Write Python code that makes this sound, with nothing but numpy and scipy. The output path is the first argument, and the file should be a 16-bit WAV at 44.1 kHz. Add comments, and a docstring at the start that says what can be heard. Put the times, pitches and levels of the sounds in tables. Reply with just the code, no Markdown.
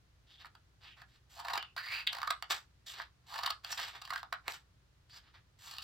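"""Small scissors cut a slip of paper held over a table in a small, dry room.
Each cut is a crunch of parting fibres, with sharp snaps that shake the free flap of paper.
The blades slide, scrape, squeak once, knock and clink; the handles thud against the fingers.
Faint mains hum, rumble and hiss lie underneath. Stereo, at two microphone ports."""
import sys
import numpy as np
from scipy import signal
from scipy.fft import rfft, irfft, next_fast_len
from scipy.io import wavfile

SR = 44100
rng = np.random.default_rng(int(sys.argv[2]) if len(sys.argv) > 2 else 0)


def put_to_file(sound):
    """Save the sound as 16-bit audio at rate SR, in the file named by the first command-line argument."""
    columns = np.atleast_2d(sound).T  # one column per channel
    safe = np.clip(columns, -1, 1)
    whole_steps = np.round(safe * 32767)
    wavfile.write(sys.argv[1], SR, whole_steps.astype(np.int16))


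N = 257323
TAPS = 2048
BINS_HZ = np.fft.rfftfreq(TAPS, 1 / SR)
TIME_S = np.arange(N) / SR

# blades closing through paper: t/s, length/s, flap/dB, crack/dB, swell/dB, mid-cut flap f/Hz
CUTS = [(1.38, 0.014, -52.5, -55.5, 8.5, 823), (1.464, 0.1, -47, -55, 4.5, 980),
        (2.119, 0.213, -57.5, -60.5, -1, 1027), (3.34, .17, -50.5, -53.5, -2.5, 1085),
        (4.046, 0.15, -61, -61, 3, 1302), (5.667, .16, -62, -58.5, -3, 1180)]
# spectrum of the paper flap: f/Hz, level/dB
FLAP_SPECTRUM = [(100, -35.5), (280, -34.5), (480, -18.5), (720, -0.5), (1100, 1), (1700, 0), (2300, -5.5),
                 (3200, -31), (6000, -85.5)]
# spectrum of a crack at the blade: f/Hz, level/dB
CRACK_SPECTRUM = [(700, -30), (1700, -26.5), (2500, -0.5), (3500, -1), (4500, 5), (5300, -4), (6200, -13),
                  (7800, -7.5), (9500, -15), (11500, -11), (15500, -19.5)]


def amp(db):
    """Decibels to gain."""
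    return 10 ** (np.asarray(db) / 20)


def unit(x):
    """Scale to rms 1."""
    return x / np.sqrt(np.mean(x ** 2) + 1e-20)


def at_level(x, length_s, db):
    """Set a short sound's rms, its energy taken over length_s plus 2 ms of ring."""
    return x * amp(db) * np.sqrt((length_s + .002) * SR / np.sum(x ** 2))


def read(points, hz):
    """Interpolate a table over log frequency."""
    f, value = np.transpose(points)
    return np.interp(np.log(hz + 1), np.log(f + 1), value)


def curve(points):
    """Interpolate a table over time."""
    return np.interp(TIME_S, *np.transpose(points))


def add(mix, start_s, sound):
    """Mix a sound in at start_s."""
    part = mix[max(round(start_s * SR), 0):][:len(sound)]
    part += sound[:len(part)]


def colour(x, spectrum, boost_db=0):
    """Minimum-phase filter from a spectrum table, plus a boost on BINS_HZ."""
    cepstrum = irfft(np.log(amp(read(spectrum, BINS_HZ) + boost_db)))
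    cepstrum[1:TAPS // 2] *= 2
    cepstrum[TAPS // 2 + 1:] = 0
    impulse = irfft(np.exp(rfft(cepstrum)))
    return signal.oaconvolve(x, impulse)[:N]


def resonate(x, hz, width_hz):
    """One resonance following the curve hz."""
    turn = np.exp(2j * np.pi * np.cumsum(hz) / SR)
    pole = np.exp(-np.pi * width_hz / SR)
    return 2 * (turn * signal.lfilter([1 - pole], [1, -pole], x / turn)).real


def grains(per_s, spread_db):
    """Random train of tiny slips, a few much larger than the rest."""
    size = amp(spread_db * np.minimum(rng.exponential(1, N), 3.5))
    return unit(size * rng.choice([-1, 1], N) * (rng.random(N) < per_s / SR))


def burst(length_s, size=1024, per_s=4500, dust=0.23):
    """Milliseconds of rapid slips that swell, then stop."""
    progress = np.arange(size) / SR / max(length_s, .0005)
    slips = rng.standard_normal(size) * (dust + (rng.random(size) < per_s / SR))
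    return slips * (1 - np.exp(-2 * progress)) * np.exp(-progress ** 4)


def stroke(start_s, length_s, swell_db, attack_db_per_s, release_db_per_s):
    """Gain of one movement: rises until start_s, swells or fades steadily, dies away."""
    t = TIME_S - start_s
    attack_db = attack_db_per_s * np.minimum(t, 0)
    ramp_db = swell_db * (np.clip(t / length_s, 0, 1) - .5)
    release_db = release_db_per_s * np.maximum(t - length_s, 0)
    return amp(attack_db + ramp_db - release_db)


def uneven(depth_db, count=300):
    """Gain of a grip that catches and lets go at random."""
    knots_s = np.linspace(0, TIME_S[-1], count)
    return amp(depth_db * np.interp(TIME_S, knots_s, rng.standard_normal(count)))


def background(rumble_db=-70, air_db=-75, alike_below_hz=260):
    """Mains hum, low rumble alike at both ports, and faint hiss that is not."""
    # rumble spectrum, room air spectrum, mains harmonics: f/Hz, level/dB
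    rumble_spectrum = [(20, -16), (45, -2), (85, 5), (140, -1), (220, -19), (400, -27), (1500, -67.5)]
    air_spectrum = [(100, -14), (300, -1), (650, -4), (1500, -3), (2500, -7), (4200, -7), (6300, -12),
                    (8500, -18), (15500, -24)]
    harmonics = [(59.5, -74), (119.7, -80), (179, -90.5)]
    hz = np.fft.rfftfreq(N, 1 / SR)
    noise = rfft(rng.standard_normal((3, N)))
    alike = 1 / (1 + (hz / alike_below_hz) ** 2)
    pair = np.sqrt(alike) * noise[0] + np.sqrt(1 - alike) * noise[1:]
    rumble = unit(irfft(pair * amp(read(rumble_spectrum, hz)), N))
    air = unit(irfft(pair * amp(read(air_spectrum, hz)), N))
    hum = sum(amp(db) * np.sqrt(2) * np.sin(2 * np.pi * (f * TIME_S + rng.random()))
              for f, db in harmonics)
    return amp(rumble_db) * rumble + amp(air_db) * air + hum


def ports(x):
    """Near sound reaches the two ports with different phase and level."""
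    # phase between ports: f/Hz, left lead/rad
    phase = [(50, 0), (500, -.7), (2200, -.6), (2700, .1), (3200, .6), (4400, 0), (6000, -1.1),
             (8000, -2.1), (9700, -3.14), (12000, -4.4), (14500, -6.2), (16000, -6.4)]
    # balance between ports: f/Hz, left minus right/dB
    balance = [(300, 1), (800, -.5), (1400, -3), (2200, -7), (3000, -1), (3600, 0), (16000, 0)]
    size = next_fast_len(N + TAPS)
    hz = np.fft.rfftfreq(size, 1 / SR)
    half = np.exp(.5j * read(phase, hz)) * amp(read(balance, hz) / 2)
    return irfft(rfft(x, size) * np.array([half, 1 / half]), size)[:, :N]


def room(x, shared=0.18, build_s=0.00057, reflections_per_s=4000):
    """Near echoes, then a short diffuse tail, partly alike at both ports."""
    # echoes off table and body: delay/s, level/dB
    echoes = [(.0027, -18.5), (.0074, -15.5), (0.0112, -33.5), (0.0186, -20)]
    # tail decay: f/Hz, T60/s
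    decay = [(200, 0.072), (1000, 0.2), (3000, 0.14), (7000, 0.27), (15000, 0.39)]
    # feed to the tail: f/Hz, level/dB
    send = [(200, 0), (600, -2.5), (1300, -3), (3000, -1), (6000, -13.5), (15000, -31)]
    near = x.copy()
    for delay_s, db in echoes:
        add(near, delay_s, amp(db) * x)
    shape = (3, SR // 2)  # shared, left, right
    reflections = rng.standard_normal(shape) * (rng.random(shape) < reflections_per_s / SR)
    hz, t, bands = signal.stft(reflections, SR, nperseg=256)
    fade = amp(-60 * t / read(decay, hz)[:, None]) * (1 - np.exp(-t / build_s))
    fade /= np.linalg.norm(fade, axis=1, keepdims=True)
    tail = signal.istft(bands * fade, SR, nperseg=256)[1]
    tail /= np.linalg.norm(tail, axis=1, keepdims=True)
    wet = signal.fftconvolve(colour(x, send)[None], tail, axes=1)[:, :N]
    return ports(near + np.sqrt(shared) * wet[0]) + np.sqrt(1 - shared) * wet[1:]


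def diffuse_spread(x, size=384, peak_s=.0011):
    """A few milliseconds of diffuse spread, different at each port, widen and soften the sound."""
    # diffuse share: f/Hz, level/dB
    share = [(300, -12), (1000, -18), (2500, -15), (5000, -14), (15000, -13)]
    t = np.arange(size) / SR
    taps = rng.standard_normal((2, size)) * t * np.exp(-t / peak_s)
    taps /= np.linalg.norm(taps, axis=1, keepdims=True)
    return signal.oaconvolve(colour(x, share)[None], taps, axes=1)[:, :N]


def slides():
    """Fine, dense friction of the blades over each other and along the paper."""
    # strokes: t/s, length/s, hiss level/dB, swell/dB, body re hiss/dB, fizz re hiss/dB
    strokes = [(0.267, 0.082, -68.5, 11, -8.5, -11), (0.397, 0.019, -59.5, 5.5, -4.5, -14),
               (0.811, 0.083, -64.5, 5.5, -3, -14.5), (0.969, 0.034, -68, 10.5, 4, -10),
               (1.087, 0.074, -74.5, 8.5, -7, -7), (1.3, 0.11, -64, 0, -6.5, 0.5),
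               (2.504, 0.082, -48.5, -17, -1, -1.5), (2.866, 0.055, -54, 3, -10.5, -2),
               (2.939, 0.071, -54, 13.5, -2.5, -12.5), (3.27, 0.08, -59, 6.5, -9, -3.5),
               (3.641, 0.068, -54, 2.5, -0.5, -4.5), (3.722, 0.0089, -45, -12, -25, 4),
               (3.777, .13, -47, -7.5, -4, -8), (3.935, 0.022, -57, 9.5, 2, -10.5),
               (4.442, 0.036, -66, 21, 8, -6.5), (4.483, 0.06, -59, -4, 1, 5.5),
               (4.538, 0.0082, -52.5, -2, -2, -5), (5.098, 0.072, -62.5, 11.5, -5.5, -5),
               (5.23, 0.052, -72.5, 8.5, -0.5, -22), (5.34, 0.01, -61, 4, 1, -17),
               (5.59, 0.14, -63, 13, -8, 0.5)]
    # low, middle and top bands of the friction: f/Hz, level/dB
    body_spectrum = [(100, -32), (300, -18), (520, -12), (700, -6), (900, -1), (1250, 0), (1900, -1),
                     (2400, -4), (3500, -24), (6000, -50)]
    hiss_spectrum = [(800, -44), (1800, 8.5), (2500, 8), (3600, 14), (4900, 10.5), (6200, -10), (8000, -14),
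                     (15500, -33.5)]
    fizz_spectrum = [(3000, -41), (5500, 2), (6800, 4.5), (8000, 9), (9300, -11), (10500, -9.5), (12000, 2),
                     (15500, -14)]
    rub = grains(per_s=6000, spread_db=5) * uneven(depth_db=3.5)
    body, hiss, fizz = (unit(colour(rub, band)) for band in (body_spectrum, hiss_spectrum, fizz_spectrum))
    out = np.zeros(N)
    for start_s, length_s, db, swell_db, body_db, fizz_db in strokes:
        gain = stroke(start_s, length_s, swell_db, attack_db_per_s=3002, release_db_per_s=494)
        out += amp(db) * gain * (hiss + amp(body_db) * body + amp(fizz_db) * fizz)
    return out


def scrapes():
    """A rubbed blade sings in one resonance that glides with the point of contact."""
    # blade resonances: t/s, length/s, level/dB, first f/Hz, last f/Hz, width/Hz
    glides = [(.262, .18, -68, 3500, 3450, 900), (.82, .14, -64, 2900, 2700, 1400),
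              (1.55, .11, -55, 3000, 2850, 400), (1.65, .085, -71, 2700, 2800, 400),
              (2.08, .035, -51, 3200, 3150, 700), (2.861, .05, -57, 3450, 3400, 700),
              (3.712, .03, -45, 5300, 5550, 700), (5.088, .11, -62, 4500, 4800, 800),
              (5.7, .13, -61, 4350, 4400, 700)]
    out = np.zeros(N)
    rub = grains(per_s=2500, spread_db=3.5)
    for start_s, length_s, db, first_hz, last_hz, width_hz in glides:
        slips = rub[round(start_s * SR):][:round(length_s * SR)]
        hz = np.linspace(first_hz, last_hz, len(slips))
        tone = resonate(resonate(slips, hz, width_hz), hz, width_hz)
        add(out, start_s, amp(db) * unit(tone * signal.windows.tukey(len(slips), .5)))
    return out


def squeak(start_hz=1523, top_hz=2500, rise_hz_per_s=4900, tone_db=-5, rasp_db=-3, singing=.4):
    """Stick-slip of tight blades opening: a climbing resonance that sings more under pressure."""
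    # squeak envelope: t/s, level/dB
    envelope = [(1.766, -47.5), (1.78, -39), (1.818, -51), (1.868, -45.5), (1.91, -45), (1.92, -39),
                (2.002, -43), (2.05, -63)]
    # blade chatter: f/Hz, level/dB
    chatter_spectrum = [(200, -35), (600, -18), (1100, -2), (2000, 0), (3500, -5), (4300, 2), (4750, 4),
                        (5500, -19), (8000, -16), (15500, -22)]
    db = curve(envelope)
    start_s, end_s = envelope[0][0], envelope[-1][0]
    hz = np.clip(start_hz + rise_hz_per_s * (TIME_S - start_s), start_hz, top_hz)
    slips = grains(per_s=2000, spread_db=1.8)
    tone = unit(resonate(resonate(slips, hz, width_hz=650), hz, width_hz=650))
    rasp = unit(colour(slips, chatter_spectrum))
    sound = amp(tone_db + singing * (db - db.max())) * tone + amp(rasp_db) * rasp
    return amp(db) * uneven(depth_db=0.35) * sound * (TIME_S > start_s) * (TIME_S < end_s)


def thuds(length_s=0.0018):
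    """Plastic handles thud against the fingers at the end of a stroke."""
    # handle impacts: t/s, level/dB
    impacts = [(1.533, -49), (1.577, -40.5), (2.305, -53.5), (4.4814, -40)]
    # dull handle spectrum: f/Hz, level/dB
    spectrum = [(120, -20), (280, -15), (400, -4.5), (560, -2.5), (800, 3.5), (2000, -35.5), (6000, -80)]
    out = np.zeros(N)
    for start_s, db in impacts:
        add(out, start_s, at_level(colour(burst(length_s), spectrum), length_s, db))
    return out


def clinks(ring_db=-15):
    """Steel strikes steel: a hard click and a short ring, damped by the hand."""
    # blade contacts: t/s, length/s, level/dB
    contacts = [(1.578, .003, -41), (1.6265, .002, -45), (2.068, .0015, -36), (2.0715, .003, -26.5),
                (2.078, .002, -32), (2.305, .003, -39), (2.424, .002, -42), (3.461, .003, -39)]
    # blade modes: f/Hz, level/dB, T60/s
    modes = [(2910, 0, .22), (3010, -3, .18), (3350, -1, .14), (3500, 3, .11), (4550, -3, .08)]
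    # steel click: f/Hz, level/dB
    click_spectrum = [(300, -39.5), (900, -21), (2200, -1.5), (3000, -2.5), (3550, 9), (4100, 2.5),
                      (4600, 2), (5500, -21.5), (8000, -17), (15500, -21.5)]
    out, t = np.zeros(N), np.arange(SR // 2) / SR
    for start_s, length_s, db in contacts:
        ring = sum(amp(mode_db - 60 * t / t60_s) * np.sin(2 * np.pi * (hz * t + rng.random()))
                   for hz, mode_db, t60_s in modes)
        click = colour(burst(length_s), click_spectrum)
        add(out, start_s, at_level(click, length_s, db))
        add(out, start_s, at_level(ring, length_s, db + ring_db))
    return out


def hits(rows, pitch_hz, width_hz, peak_db, body_trim_db, crack_trim_db, spread_octaves=0.22):
    """Each burst cracks at the blade and rings a damped low resonance near the curve pitch_hz."""
    out = np.zeros(N)
    for start_s, length_s, body_db, crack_db in rows:
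        slips = burst(length_s)
        detune = 2 ** rng.uniform(-spread_octaves, spread_octaves)
        hz = pitch_hz[min(round(start_s * SR), N - 1)] * detune
        peak_power = amp(peak_db) ** 2 / (1 + ((BINS_HZ - hz) / (width_hz / 2)) ** 2)
        body = colour(slips, FLAP_SPECTRUM, boost_db=10 * np.log10(1 + peak_power))
        crack = colour(slips, CRACK_SPECTRUM)
        add(out, start_s, at_level(body, length_s, body_db + body_trim_db))
        add(out, start_s, at_level(crack, length_s, crack_db + crack_trim_db))
    return out


def knocks(body_hz=1356):
    """Blades and handles knock as they turn or stop, ringing the hand-held scissors."""
    # knocks before trim: t/s, length/s, body/dB, crack/dB
    impacts = [(.4455, 0.0036, -47, -54), (.454, 0.0067, -55.5, -48), (.467, 0.0032, -61, -53),
               (.55, 0.0047, -56.5, -52), (1.014, 0.011, -55, -51.5), (1.6265, 0.00045, -40.5, -40),
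               (1.7635, 0.0047, -43.5, -37), (2.424, 0.0022, -38.5, -32), (2.5078, 0.00093, -31.5, -21),
               (2.998, 0.0044, -37, -54.5), (3.018, 0.0018, -48, -40.5), (3.646, 0.0029, -45, -30.5),
               (3.724, 0.0066, -41.5, -31), (3.787, 0.012, -42.5, -43), (3.798, 0.0032, -43, -33),
               (4.3245, 0.0051, -33, -32), (4.336, 0.0046, -40.5, -45), (4.48, 0.0016, -32.5, -24.5),
               (4.5215, 0.0014, -55, -34.5)]
    pitch_hz = np.full(N, body_hz)
    return hits(impacts, pitch_hz, width_hz=500, peak_db=8, body_trim_db=-1.5, crack_trim_db=-9.5)


def flap_hz(rise_octaves=0.49):
    """The paper flap's resonance climbs in each cut as the blades advance."""
    half_rise = 2 ** (rise_octaves / 2)
    points = []
    for start_s, length_s, *_, hz in CUTS:
        points += [(start_s, hz / half_rise), (start_s + length_s, hz * half_rise)]
    return curve(points)


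def crunch(crack_swell=0.67):
    """Single fibres part under the blade; the flap rings with them."""
    fibres = grains(per_s=1000, spread_db=4.5)
    sheet = colour(fibres, FLAP_SPECTRUM)
    flap = unit(resonate(sheet, flap_hz(), width_hz=280) + .12 * sheet)
    crack = unit(colour(fibres, CRACK_SPECTRUM))
    edges = dict(attack_db_per_s=349, release_db_per_s=460.5)
    out = np.zeros(N)
    for start_s, length_s, flap_db, crack_db, swell_db, _ in CUTS:
        out += amp(flap_db) * stroke(start_s, length_s, swell_db, **edges) * flap
        out += amp(crack_db) * stroke(start_s, length_s, crack_swell * swell_db, **edges) * crack
    return out


def snaps():
    """The loudest fibres give way and shake the flap, which rings longer than the scissors' body."""
    # fibre breaks before trim: t/s, length/s, flap/dB, crack/dB
    breaks = [(1.445, 0.012, -44, -48), (1.458, 0.0021, -38, -70), (1.482, 0.0045, -36.5, -41),
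              (1.496, 0.014, -39.5, -45.5), (1.5325, 0.0075, -34, -35), (1.553, 0.0059, -34.5, -39),
              (1.5755, 0.0047, -36.5, -34), (2.126, 0.0076, -42, -38), (2.148, 0.0056, -41.5, -43),
              (2.165, 0.0075, -46, -47.5), (2.183, 0.0053, -40.5, -46), (2.2165, 0.0022, -35.5, -40.5),
              (2.2295, 0.0028, -28.5, -41.5), (2.2725, 0.0057, -30, -39.5), (2.303, 0.0067, -27.5, -31),
              (3.34, 0.0051, -43.5, -43.5), (3.356, 0.007, -41, -45.5), (3.377, 0.007, -55, -43),
              (3.387, 0.0055, -38, -40.5), (3.431, 0.008, -36.5, -36.5), (3.445, 0.0034, -37, -47.5),
              (3.459, 0.0073, -36.5, -31.5), (3.474, 0.0029, -30.5, -40.5), (3.502, 0.0065, -34.5, -32),
              (4.015, 0.009, -49, -46.5), (4.05, 0.0055, -59.5, -46), (4.075, 0.0024, -46.5, -50),
              (4.103, 0.0067, -35, -41), (4.1235, 0.0058, -36, -64), (4.132, 0.0081, -37.5, -43),
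              (4.1565, 0.0063, -33.5, -42.5), (4.176, 0.0069, -51, -47), (4.23, 0.0019, -38, -47),
              (5.709, 0.0065, -57.5, -45.5), (5.738, 0.0023, -54, -46), (5.765, 0.0056, -59, -52),
              (5.783, 0.0028, -48, -37), (5.8215, 0.0066, -71, -45)]
    return hits(breaks, flap_hz(), width_hz=240, peak_db=10, body_trim_db=-3, crack_trim_db=-3)


def scene():
    """Scissors and paper in the room."""
    direct = snaps() + knocks() + thuds() + clinks() + crunch() + slides() + scrapes() + squeak()
    return room(direct) + diffuse_spread(direct) + background()


def record(dry):
    """Steep low-pass band limit."""
    cutoff_hz = 16100
    taps = signal.firwin(511, cutoff_hz, window=("kaiser", 9), fs=SR)
    return signal.oaconvolve(dry, taps[None], "same")


dry = scene()
out = record(dry)
put_to_file(out)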